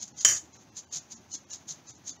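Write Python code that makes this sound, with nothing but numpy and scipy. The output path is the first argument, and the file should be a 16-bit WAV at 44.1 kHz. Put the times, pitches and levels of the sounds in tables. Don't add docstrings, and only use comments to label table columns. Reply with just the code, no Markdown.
import sys
import numpy as np
from scipy import signal
from scipy.fft import rfft, irfft
from scipy.io import wavfile
from scipy.ndimage import uniform_filter1d

SR = 44100
rng = np.random.default_rng(int(sys.argv[2]) if len(sys.argv) > 2 else 0)


def wav_record(signal):
    frames = np.transpose(np.atleast_2d(signal))
    bounded = np.clip(frames, -1, 1)
    quanta = np.round(bounded * 32767).astype(np.int16)
    wavfile.write(sys.argv[1], SR, quanta)


def voltage_ratio(decibels):
    exponent = np.asarray(decibels, float) / 20
    return 10 ** exponent


N = 97020
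TIME = np.arange(N) / SR


def rms_one(x):
    return x / np.sqrt(np.mean(x ** 2) + 1e-20)


def noise():
    return rng.standard_normal(N)


def drift(rate_hz):
    r = np.exp(-2 * np.pi * rate_hz / SR)
    slow = signal.lfilter([1], [1, -2 * r, r * r], rng.standard_normal(N + SR))
    return rms_one(slow[SR:])


def ring(push, pitch_hz, t60_s):
    r = voltage_ratio(-60 / (t60_s * SR))
    w = 2 * np.pi * pitch_hz / SR
    return signal.lfilter([0, np.sin(w)], [1, -2 * r * np.cos(w), r * r], push + 1e-18)


def colour(x, spectrum):
    hz, db = np.transpose(spectrum)
    grid = np.maximum(np.arange(4097) * SR / 8192, 1)
    cepstrum = irfft(np.log(voltage_ratio(np.interp(np.log(grid), np.log(hz), db))))
    cepstrum[1:4096] *= 2
    cepstrum[4097:] = 0
    pulse = irfft(np.exp(rfft(cepstrum)))
    pulse = pulse / np.sqrt(np.sum(pulse ** 2))
    return signal.fftconvolve(x, pulse)[:N]


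def grains(per_s, spread_db):
    sizes = voltage_ratio(spread_db * np.minimum(rng.exponential(1, N), 4.5)) * rng.choice([-1, 1], N)
    return rms_one(sizes * (rng.random(N) < per_s / SR))


# start_s (of full flow), level_db, rise_s, hold_s, fall_s
FLOUR_THROWS = [(0.027, -37.5, 0.043, 0.0032, .03), (0.079, -46.5, .003, .003, .015),
                (0.188, -36.5, 0.019, 0.03, 0.044), (0.366, -33.5, .02, 0.0134, 0.0099),
                (0.534, -55, 0.0034, 0.0088, 0.055), (0.592, -61, 0.031, 0.032, 0.038),
                (0.769, -39.5, 0.013, 0.025, 0.018), (0.932, -34.5, 0.015, 0.047, 0.021),
                (1.121, -41.5, 0.021, 0.0085, 0.014), (1.156, -46.5, 0.0052, .005, 0.024),
                (1.333, -36.5, 0.023, 0.02, 0.017), (1.512, -41.5, 0.019, .02, .03),
                (1.533, -37, 0.014, 0.0033, 0.033), (1.687, -39, 0.012, 0.036, 0.023),
                (1.882, -46, 0.017, 0.018, 0.036), (1.954, -61, .03, 0.02, 0.026),
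                (2.076, -38, 0.021, .033, 0.022)]
# pitch_hz, level_db (per Hz)
FLOUR_SPECTRUM = [(500, -29.5), (2700, -25), (3900, -13), (5500, -10), (6480, 2), (7250, -6), (8000, -30),
                  (16500, -44)]
EDGE_DB = 17
TRICKLE_DB, TRICKLE_S = -22.5, 0.03
CLUMP_DB = -1.5


def flour():
    power = 1e-12
    for start, level_db, rise, hold, fall in FLOUR_THROWS:
        before = np.maximum((start - TIME) / rise, 0)
        after = np.maximum((TIME - start - hold) / fall, 0)
        power = power + voltage_ratio(2 * (level_db - EDGE_DB * (before + after)))
        trickle = np.exp(-np.abs(TIME - start) / TRICKLE_S) * (TIME > start)
        power = power + voltage_ratio(2 * (level_db + TRICKLE_DB)) * trickle
    flow = np.sqrt(power) * voltage_ratio(CLUMP_DB * drift(150))
    return colour(flow * grains(per_s=9000, spread_db=3.5), FLOUR_SPECTRUM)


# start_s, level_db, pitch_hz
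PALM_THUDS = [(.03, -54, 203), (.285, -48.5, 110), (0.431, -55, 311), (0.778, -68, 204),
              (0.962, -52.5, 153.5), (1.141, -55.5, 227.6), (1.346, -52, 293), (1.549, -63, 172),
              (1.709, -53.5, 150), (1.9, -55.5, 123.4), (2.1, -54, 282)]
THUD_RISE_S, THUD_CYCLES = 0.01, 18


def palm():
    out = np.zeros(N)
    for start, level_db, pitch_hz in PALM_THUDS:
        t = TIME - start
        push = np.exp(-(t / THUD_RISE_S) ** 2) * np.sin(2 * np.pi * pitch_hz * t)
        thud = ring(push, pitch_hz, THUD_CYCLES / pitch_hz)
        out += voltage_ratio(level_db + 3) * thud / np.abs(thud).max()
    return out


# pitch_hz, level_db (per Hz)
RUMBLE_SPECTRUM = [(20, -44), (50, -30.5), (80, 2), (122, -0.5), (350, -2.5), (480, -15), (900, -9.5),
                   (1300, -40)]


def hum():
    return voltage_ratio(-60.5 + 1.5 * drift(7.2)) * colour(noise(), RUMBLE_SPECTRUM)


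# pitch_hz, level_db (per Hz)
AIR_SPECTRUM = [(300, -6.5), (700, 1), (2400, -6), (5200, -9.5), (6400, -1), (7300, -20.5), (8500, -30),
                (16500, -23.5)]


def room_air():
    return voltage_ratio(-62 + 1.8 * drift(13)) * colour(noise(), AIR_SPECTRUM)


# pitch_hz, level_db, t60_s
BOWL_TONES = [(350, -30, .05), (1230, -18, .015), (2050, -22, .025), (4660, -24, .15), (6150, -9, .03),
              (6550, -5, .07), (6670, -9, .12), (6990, -2, .035), (8140, -24, .04), (640, -20, .03),
              (1735, -16, .045), (3095, -10, .05), (5812, -3, .065), (13200, -25, .025)]
CLINK_S, CLINK_DB, CONTACT_S = .2482, -9.5, .0002
SINCE_CLINK = np.maximum(TIME - CLINK_S, 0)


def clink():
    strike = np.zeros(N)
    strike[int(CLINK_S * SR)] = voltage_ratio(CLINK_DB)
    struck = sum(voltage_ratio(db) * ring(strike, hz, t60 * 0.72) for hz, db, t60 in BOWL_TONES)
    return struck * (1 - np.exp(-SINCE_CLINK / CONTACT_S)) ** 2


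# start_s, level_db
CHATTER_FORCE = [
    (0.249, -14.5),
    (.274, -24),
    (0.288, -21),
    (0.337, -27),
    (0.346, -29.5),
    (0.374, -40),
    (0.404, -50),
    (0.501, -81),
]


def chatter_force():
    s, db = np.transpose(CHATTER_FORCE)
    return voltage_ratio(np.interp(TIME, s, db, right=-120)) * np.clip(SINCE_CLINK / 0.00098, 0, 1)


RIM_LEAVES_S, RING_FADE_S = .378, .02


def chatter():
    touches = grains(per_s=2500, spread_db=7.2)
    rattle = np.zeros(N)
    for k, (hz, db, t60) in enumerate(BOWL_TONES):
        rattle += voltage_ratio(db) * ring(np.roll(touches, 997 * k), hz, t60 * 1.1)
    fade = np.exp(-np.maximum(TIME - RIM_LEAVES_S, 0) / RING_FADE_S)
    return voltage_ratio(-0.76) * chatter_force() * rms_one(rattle) * fade


# pitch_hz, level_db (per Hz)
SCRAPE_SPECTRUM = [(100, -25.5), (900, -38.5), (1800, -13.5), (3600, -30), (5400, -15), (7000, -2.5),
                   (8700, -33), (16500, -36)]
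CRACK_DB, CRACK_S, SCRAPE_DB = -13.5, 0.0028, -4.5
TOP_HZ = 8140
TOP_ENDS_S, TOP_LOSS_DB = .338, -10.0


def scrape():
    crack = voltage_ratio(CRACK_DB) * np.exp(-SINCE_CLINK / CRACK_S) * np.clip(SINCE_CLINK / CONTACT_S / 4, 0, 1)
    hiss = colour((crack + chatter_force() * voltage_ratio(SCRAPE_DB)) * noise(), SCRAPE_SPECTRUM)
    top = signal.sosfilt(signal.butter(4, TOP_HZ, "high", fs=SR, output="sos"), hiss)
    duller = np.clip((TIME - TOP_ENDS_S) / 0.007, 0, 1)
    return hiss - top * (1 - voltage_ratio(TOP_LOSS_DB)) * duller


def kitchen(x):
    t = np.arange(SR // 2) / SR
    tail = rng.standard_normal(len(t)) * voltage_ratio(-60 * t / 0.21) * (t > .006)
    return signal.fftconvolve(x, tail / np.sqrt(np.sum(tail ** 2)))[:N]


# middle_s, step_ratio (step size over the local level)
THIN_MOMENTS = [(.005, 2.5), (.112, 2.0), (.133, 3.8), (.155, 2.5), (.197, 3.5), (.346, 2.2), (.538, 3.2),
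                (.581, 3.5), (.602, 2.0), (.709, 3.8), (.73, 2.0), (.858, 3.5), (.88, 1.8), (.901, 4.0),
                (1.008, 2.8), (1.157, 3.5), (1.178, 2.2), (1.2, 2.2), (1.328, 3.5), (1.37, 3.2),
                (1.413, 2.2), (1.456, 3.5), (1.477, 2.0), (1.52, 3.5), (1.882, 3.2), (1.925, 3.2),
                (1.968, 2.8), (2.117, 3.5), (2.138, 2.5), (2.181, 3.2)]
# pitch_hz, step_share (0 = spared)
THINNING = [(300, .1), (1100, .7), (1600, 1.0), (5300, 1.0), (6500, .5), (7500, .8), (8500, 1.6)]
HOP = 941
TOP_STEP_DB, LAST_HZ = -58, 15700
LEAK_DB = -18.0


def thin_out(x):
    n, k = np.arange(2 * HOP), np.arange(HOP)
    window = np.sin(np.pi / 2 * np.sin(np.pi * (n + .5) / (2 * HOP)) ** 2)
    basis = np.cos(np.pi / HOP * np.outer(k + .5, n + .5 + HOP / 2)) * window
    hz = (k + .5) * SR / (2 * HOP)
    below_top = hz < TOP_HZ

    first = int(THIN_MOMENTS[0][0] * SR)
    out = np.pad(x, (2 * HOP - first, 3 * HOP))
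    starts = np.arange(0, len(out) - 2 * HOP, HOP)
    tones = out[starts[:, None] + n] @ basis.T
    coarse = np.zeros((len(starts), 1))
    for s, step_ratio in THIN_MOMENTS:
        coarse[round((s * SR - first) / HOP) + 1] = step_ratio

    local = uniform_filter1d(tones ** 2, size=52, axis=1) + 1e-20
    step = coarse * np.interp(hz, *np.transpose(THINNING)) * np.sqrt(local)
    step = np.maximum(step, voltage_ratio(TOP_STEP_DB) * (hz > TOP_HZ)) + 1e-9
    kept = np.sign(tones) * step * np.floor(np.abs(tones) / step + .4) * (hz < LAST_HZ)

    lost = local / (uniform_filter1d(kept ** 2, size=52, axis=1) + local / 8)
    louder = kept * lost ** (0.5 * (coarse > 0) * below_top)
    leak = voltage_ratio(LEAK_DB) * tones * (kept == 0) * below_top
    change = (louder + leak - tones) @ basis * 2 / HOP
    for i, part in zip(starts, change):
        out[i:i + 2 * HOP] += part
    return out[2 * HOP - first:][:N]


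def scene():
    near = flour() + palm() + clink() + chatter() + scrape()
    background = hum() + room_air()
    return (near + voltage_ratio(-13) * kitchen(near) + background)[None]


def top_cut(x):
    return signal.sosfilt(signal.butter(12, 16830, fs=SR, output="sos"), x)


def record(dry):
    lean = signal.sosfilt(signal.butter(2, 60, "high", fs=SR, output="sos"), dry[0])
    mix = signal.sosfilt(signal.cheby2(10, 60, 17200, fs=SR, output="sos"), thin_out(lean))
    return top_cut(mix[None])


dry = scene()
out = record(dry)
wav_record(out)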